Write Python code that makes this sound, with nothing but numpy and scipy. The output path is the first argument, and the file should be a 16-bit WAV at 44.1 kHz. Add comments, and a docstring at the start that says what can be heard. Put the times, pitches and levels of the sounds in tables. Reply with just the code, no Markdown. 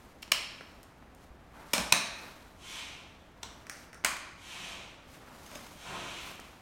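"""In a hard-floored hall, close by, a plastic bumper bar is snapped into its mounts on a stroller.
Each snap is three contacts within milliseconds that excite the damped modes of a plastic part, and the
hall reverberates after it. The frame knocks on its wheels, a small buckle clinks, and sleeves and seat
cloth rustle by friction. Three long swishes, perhaps a broom, come from far off over steady room noise."""
import sys
import numpy as np
from scipy import signal
from scipy.fft import rfft, irfft, next_fast_len
from scipy.io import wavfile
from scipy.ndimage import uniform_filter1d

SR = 44100
rng = np.random.default_rng(int(sys.argv[2]) if len(sys.argv) > 2 else 0)


def file_out(sig):
    """Save sig as 16-bit WAV at sys.argv[1]."""
    # one column per channel
    cols = np.atleast_2d(sig).T
    # limit, then scale
    lim = np.clip(cols, -1, 1)
    pcm = np.round(lim * 32767).astype(np.int16)
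    wavfile.write(sys.argv[1], SR, pcm)


N = 291501


def plastic_parts():
    """Free vibration: plastic is heavily damped, so its modes are broad and each contact is a click."""
    # modes of each part: f/Hz, bandwidth/Hz, relative level/dB
    hinge = [(630, 98, -8.5), (1030, 190, -9), (1266, 140, -6.5), (1720, 380, -8), (2340, 290, 0.5),
             (2800, 243, 2), (3150, 230, 0), (4200, 600, -6.5), (5400, 390, -5), (5540, 100, -0.5),
             (7000, 1500, -16.5), (9400, 1300, -29), (13400, 2100, -25.5)]
    catch = [(240, 47, 4), (588, 71, 4), (1070, 340, -5), (1590, 300, -4.5), (2350, 230, 2),
             (2970, 630, -2), (3600, 970, -5.5), (4360, 650, -10), (5320, 400, -3.5), (6120, 740, -11),
             (6760, 460, -7), (8700, 480, -8), (11700, 1100, -14)]
    latch = [(210, 170, -8), (650, 91, -2.5), (1000, 290, -5.5), (1570, 270, -8), (2507, 150, 4),
             (3025, 240, -2.5), (3070, 240, -2.5), (3920, 270, 0.5), (4480, 520, -6.5), (4950, 450, -11.5),
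             (5460, 540, -6), (6300, 310, -5), (8340, 1200, -12.5), (9700, 320, -11), (14000, 1000, -30.5)]
    pivot = [(974, 190, -4), (2200, 500, -7.5), (2900, 460, -4.5), (3540, 330, -1.5), (4060, 450, -3.5),
             (5850, 620, -2), (7700, 790, -6.5), (8700, 550, -10.5)]
    peg = [(1360, 230, -0.5), (1750, 210, 1), (1920, 140, 3.5), (2270, 480, -3.5), (5570, 340, -4.5),
           (6170, 330, -4), (6440, 540, -9), (8900, 410, -9)]
    socket = [(258, 76, -8), (585, 120, -6.5), (1050, 140, 1.5), (1440, 144, 2), (1980, 520, 1.5),
              (2460, 235, 4), (2930, 250, -2.5), (4160, 820, -7), (5040, 400, -8.5), (6440, 370, -5.5),
              (7600, 510, -7), (8800, 500, -8), (13500, 3000, -24)]
    return (strike(hinge, contacts("hinge"), crack_db=-8.5, crack_s=0.0029)
            + strike(catch, contacts("catch"), crack_db=-6, crack_s=0.0027)
            + strike(latch, contacts("latch"), crack_db=-5.5, crack_s=0.0012)
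            + strike(pivot, contacts("pivot"), crack_db=-7.5, crack_s=0.0025)
            + strike(peg, contacts("peg"), crack_db=-5.5, crack_s=0.003)
            + strike(socket, contacts("socket"), crack_db=-7.0, crack_s=0.0012))


def contacts(part, slip_db=-5.5, rebound_db_per_octave=-1):
    """Snap-through: a tooth slips off its ramp, strikes home and rebounds, duller. Loose parts tick."""
    # single contacts: t/s, part, level/dB, tilt/(dB/octave), hall send/dB
    ticks = [(.222, "hinge", -54, 8, 2), (.2785, "pivot", -52, -5.5, -7), (.609, "peg", -42.5, -7, -7.5),
             (.831, "catch", -55, 8, -5), (.837, "catch", -61, 4, -14), (1.025, "socket", -53.5, -12.5, -7),
             (1.149, "catch", -60.5, 10, -4), (1.7805, "latch", -27.5, -3, -6),
             (1.783, "catch", -39.5, -.5, 7.5), (1.933, "latch", -32, -4, -6),
             (3.668, "peg", -47.5, -1, -5), (3.6969, "peg", -36.5, 0.5, -2.5),
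             (3.9307, "peg", -48.5, -1.5, 0.5), (3.945, "peg", -52.5, 1, -3),
             (4.04, "socket", -41.5, -5.5, -1), (4.062, "socket", -34, 4, -3),
             (4.1674, "socket", -42, 1, -18), (5.151, "catch", -54.5, -3.5, 3.5),
             (5.463, "buckle", -53, 8, -4), (5.515, "catch", -47.5, -2, 2.5),
             (5.532, "buckle", -57, -5, -3), (5.552, "buckle", -46.5, 0, -4),
             (5.556, "catch", -41.5, -2.5, -5), (6.394, "peg", -43.5, -13.5, -19),
             (6.399, "peg", -50.5, 4, -12)]
    # snaps: t/s, part, level/dB, tilt/(dB/octave), hall send/dB, contact gap/s, rebound/dB re the blow
    snaps = [(0.2284, "hinge", -42, 1, -8, 0.0022, -3), (0.3194, "hinge", -19, 1.5, -6, .0017, -3.5),
             (1.736, "catch", -22, 1, -1.5, 0.0021, -7), (1.925, "latch", -14.5, 0, -5, .002, -11.5),
             (3.4322, "pivot", -37.5, -2, -3.5, .0022, -8.5), (4.048, "socket", -22.5, 1.27, -3, .0014, -3)]
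    hits = [(s, db, slope, send) for s, name, db, slope, send in ticks if name == part]
    for s, name, db, slope, send, gap, rebound_db in snaps:
        if name == part:
            hits += [(s - gap, db + slip_db, slope, send),
                     (s, db, slope, send),
                     (s + gap, db + rebound_db, slope + rebound_db_per_octave, send)]
    return hits


def strike(modes, hits, crack_db, crack_s, crack_hz=9000, burst_db=1.0, burst_s=0.011):
    """Modal superposition: each contact rings damped sinusoids and adds a crack of slipping edges."""
    t, out = np.arange(SR // 4) / SR, np.zeros(N)
    onset = SR // 200  # a hit's level is that of its first 5 ms
    ring = unit(sum((-1) ** k * amp(db) * width * np.exp(-np.pi * width * t) * np.sin(2 * np.pi * hz * t)
                    for k, (hz, width, db) in enumerate(modes)))
    soften = signal.butter(1, crack_hz, fs=SR, output="sos")
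    for s, db, slope, send in hits:
        crack = signal.sosfilt(soften, rng.standard_normal(len(t)) * np.exp(-t / crack_s))
        # a longer burst of noise feeds the hall, so the crack's reverberation sounds even
        burst = signal.sosfilt(soften, rng.standard_normal(len(t)) * np.exp(-t / burst_s))
        direct = tilt(ring + amp(crack_db) * unit(crack), slope)
        direct = amp(db) * direct / np.std(direct[:onset])
        # the hall gathers sound from every face of the part, so single modes stand out less in it
        spread = unit(tilt(ring + amp(crack_db + burst_db) * unit(burst), slope)) * np.std(direct)
        add(out, s, direct)
        add(out, s, amp(send) * signal.fftconvolve(spread, hall()))
    return out


def tilt(x, db_per_octave, pivot_hz=2500, low_hz=700, high_hz=9000, radiate_hz=150):
    """A minimum-phase filter brightens or dulls a hit and keeps its attack sharp."""
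    hz = abs(np.fft.fftfreq(len(x), 1 / SR))
    octaves = np.log2(np.clip(hz, low_hz, high_hz) / pivot_hz)
    log_gain = np.log(amp(db_per_octave * octaves))
    response = np.exp(np.conj(signal.hilbert(log_gain)))
    tilted = np.fft.ifft(np.fft.fft(x) * response).real
    # small parts radiate little bass
    return signal.sosfilt(signal.butter(2, radiate_hz, "highpass", fs=SR, output="sos"), tilted)


def frame(send_db=-7):
    """Damped oscillation: each jolt sets the frame swinging briefly on its wheels."""
    # dull knocks: t/s, level/dB, f/Hz, decay time/s
    thuds = [(1.305, -40.5, 58, 0.013), (1.739, -31, 247, 0.0063), (1.783, -34.5, 191, 0.014),
             (1.801, -31, 223, 0.0076), (1.809, -44.5, 55.3, 0.048), (1.924, -37, 190, 0.0098),
             (4.048, -51.5, 222, .014)]
    t, out = np.arange(SR // 3) / SR, np.zeros(N)
    for s, db, hz, decay in thuds:
        add(out, s, amp(db) * np.exp(-t / decay) * np.sin(2 * np.pi * hz * t))
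    return out + amp(send_db) * signal.fftconvolve(out, hall())[:N]


def buckle():
    """Light damping: the buckle's high, narrow modes ring on as a clink."""
    # modes: f/Hz, bandwidth/Hz, relative level/dB
    modes = [(3570, 66, 1), (5060, 22, 2.5), (6200, 22, -3), (6390, 37, 6), (6700, 12, -4), (8958, 14, -7),
             (9900, 10, 1), (14200, 30, -10)]
    return strike(modes, contacts("buckle"), crack_db=-9, crack_s=0.0018)


def cloth(rest_crisp_db=-73, rest_dull_db=-66, clump_db=1.0, grain=0.39):
    """Stick-slip friction: fibres slip in clumps, a crisp rustle over a dull rub, rising with speed."""
    # strokes of hands and sleeves: middle t/s, half length/s, rustle level/dB, rub level/dB
    strokes = [(0.014, 0.18, -66, -67), (.7, 0.16, -67.5, -63), (1.233, 0.033, -65.5, -72),
               (1.614, 0.059, -63.5, -52), (1.75, 0.07, -57.5, -56.5), (2.252, 0.08, -57, -51.5),
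               (2.41, 0.14, -64, -62), (3.562, 0.12, -67, -58.5), (3.805, 0.053, -59, -59.5),
               (5.142, 0.05, -59, -73), (5.302, 0.11, -66.5, -55.5), (5.576, 0.2, -55, -55.5),
               (6.28, 0.051, -51, -50.5), (6.415, 0.19, -62, -59)]
    # spectra of the rustle and the rub: f/Hz, relative level/dB
    rustle_spectrum = [(500, -22), (2000, 7), (4000, 4), (7000, 1), (10500, -3), (14000, -4), (16000, -9)]
    rub_spectrum = [(50, -21), (160, 1), (280, 1.5), (450, -2), (650, -0.5), (1200, 0.5), (2200, -9.5),
                    (5000, -26), (12000, -52)]
    t = np.arange(N) / SR
    crisp, dull = amp(rest_crisp_db), amp(rest_dull_db)  # cloth stirs faintly all the time
    for s, half, crisp_db, dull_db in strokes:
        speed = np.exp(-.5 * np.minimum(((t - s) / half) ** 2, 100))
        crisp = np.hypot(crisp, amp(crisp_db) * speed)
        dull = np.hypot(dull, amp(dull_db) * speed)
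    clumps = amp(clump_db * unit(uniform_filter1d(rng.standard_normal(N), size=600)))
    slips = rng.standard_normal(N) * np.exp(grain * rng.standard_normal(N)) * clumps
    rub = rng.standard_normal(N) * clumps
    return colour(slips, rustle_spectrum) * crisp + colour(rub, rub_spectrum) * dull


def swishes(far_db=-3.0, tips_db=-13, scrape_lag_s=0.083):
    """Friction noise of far bristles arrives as reverberation; only the fizz of their tips is direct."""
    # sweeps: t/s, hiss length/s, relative hiss level/dB, scrape length/s, relative scrape level/dB
    sweeps = [(2.535, .24, -40.5, 0.27, -58.5), (4.32, 0.38, -43.5, 0.36, -53.5),
              (5.686, 0.5, -44.5, 0.19, -42)]
    # spectra of the bristles' hiss, low scrape and tip fizz: f/Hz, relative level/dB
    hiss_spectrum = [(200, -69), (900, -5.5), (1400, -9.5), (1900, -5.5), (2300, 4), (3200, 2.5),
                     (4200, -4), (4900, -9), (5800, -7.5), (9500, -16.5), (10500, -48.5), (16000, -32)]
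    scrape_spectrum = [(60, -3), (130, 10), (280, 3.5), (430, 1), (620, 1.5), (1100, 1), (1600, -2),
                       (2600, -10), (6000, -28)]
    tip_spectrum = [(900, -24), (2300, -12), (3300, -11), (6000, 10.5), (10500, 3), (14000, -5),
                    (16000, -20)]
    hiss = colour(rng.standard_normal(N), hiss_spectrum)
    scrape = colour(rng.standard_normal(N), scrape_spectrum)
    speed, pressure = np.zeros(N), np.zeros(N)
    for s, hiss_s, hiss_db, scrape_s, scrape_db in sweeps:
        speed += amp(hiss_db) * swell(s, hiss_s, attack_s=0.22, fade_db_per_s=74)
        # the scrape sets in once the bristles bear down
        pressure += amp(scrape_db) * swell(s + scrape_lag_s, scrape_s, attack_s=0.15, fade_db_per_s=52)
    tips = amp(tips_db) * speed * colour(rng.standard_normal(N), tip_spectrum)
    return tips + amp(far_db) * signal.fftconvolve(hiss * speed + scrape * pressure, hall())[:N]


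def swell(start, length, attack_s, fade_db_per_s):
    """Amplitude envelope of a sweep: a smooth rise, a hold until its length is over, exponential decay."""
    t = np.arange(N) / SR - start
    rise = np.sin(np.pi / 2 * np.clip(t / attack_s, 0, 1)) ** 2
    return rise * amp(-fade_db_per_s * np.clip(t - length, 0, 2))


def hall(length_s=1.2, early_db=4.0, early_s=0.049, build_up_s=0.0027, grain=0.47):
    """Reverberation along one path: lumpy early reflections, then a tail whose midrange lasts longest."""
    # reverberation time: f/Hz, T60/s
    t60 = [(150, 0.43), (500, 0.85), (1000, 0.93), (2500, 0.89), (4000, 0.83), (5600, 0.7361), (8000, 0.52),
           (11000, 0.55), (16000, 0.3)]
    # spectrum of the reflections: f/Hz, relative level/dB
    spectrum = [(150, 0.5), (600, 3), (1200, 4.5), (2500, 0.5), (5000, 2), (9000, 1.5), (12000, -4),
                (16000, -0.5)]
    t = np.arange(int(length_s * SR)) / SR
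    reflections = rng.standard_normal(len(t)) * np.exp(grain * rng.standard_normal(len(t)))
    hz, frame_s, bands = signal.stft(reflections, SR, nperseg=256)
    fade = np.exp(-np.log(1000) * frame_s / read(t60, hz)[:, None])
    bands = bands * fade * amp(read(spectrum, hz))[:, None]
    tail = signal.istft(bands, SR, nperseg=256)[1][:len(t)]
    tail *= amp(early_db * np.exp(-t / early_s))
    tail *= 1 - np.exp(-(t / build_up_s) ** 2)
    return tail / np.linalg.norm(tail)


def air(level_db=-56):
    """Stationary noise: the hall's steady background, strongest in the bass."""
    # background spectrum: f/Hz, relative level/dB
    spectrum = [(20, -7), (35, -6), (52, 5), (75, 0.5), (130, -4.5), (280, -4.5), (430, -11), (630, -9),
                (1100, -14), (2000, -19.5), (4000, -31), (8000, -43), (16000, -54)]
    return amp(level_db) * colour(rng.standard_normal(N), spectrum)


def colour(x, spectrum):
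    """Spectral shaping: filters a signal by a spectrum and scales it to rms 1."""
    size = next_fast_len(len(x), real=True)
    gain = amp(read(spectrum, np.fft.rfftfreq(size, 1 / SR)))
    return unit(irfft(rfft(x, size) * gain, size)[:len(x)])


def read(points, hz):
    """Interpolates a table on a log-frequency axis."""
    f, value = np.transpose(points)
    return np.interp(np.log(hz + 1), np.log(f), value)


def amp(db):
    """Converts decibels to an amplitude ratio."""
    return 10 ** (np.asarray(db) / 20)


def unit(x):
    """Normalises to rms 1."""
    return x / np.sqrt(np.mean(x ** 2) + 1e-20)


def add(mix, s, sound):
    """Superposes a sound on the mix at s seconds."""
    part = mix[max(round(s * SR), 0):][:len(sound)]
    part += sound[:len(part)]


def scene():
    """Linear superposition: the near stroller, far swishes and room noise sum in one channel."""
    return (plastic_parts() + buckle() + air() + frame() + cloth() + swishes())[None]


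def record(dry, edge_hz=16200):
    """Band limiting: a linear-phase low-pass removes the highest treble."""
    lowpass = signal.firwin(255, edge_hz, window=("kaiser", 9), fs=SR)
    return signal.oaconvolve(dry, lowpass[None], "same")


dry = scene()
out = record(dry)
file_out(out)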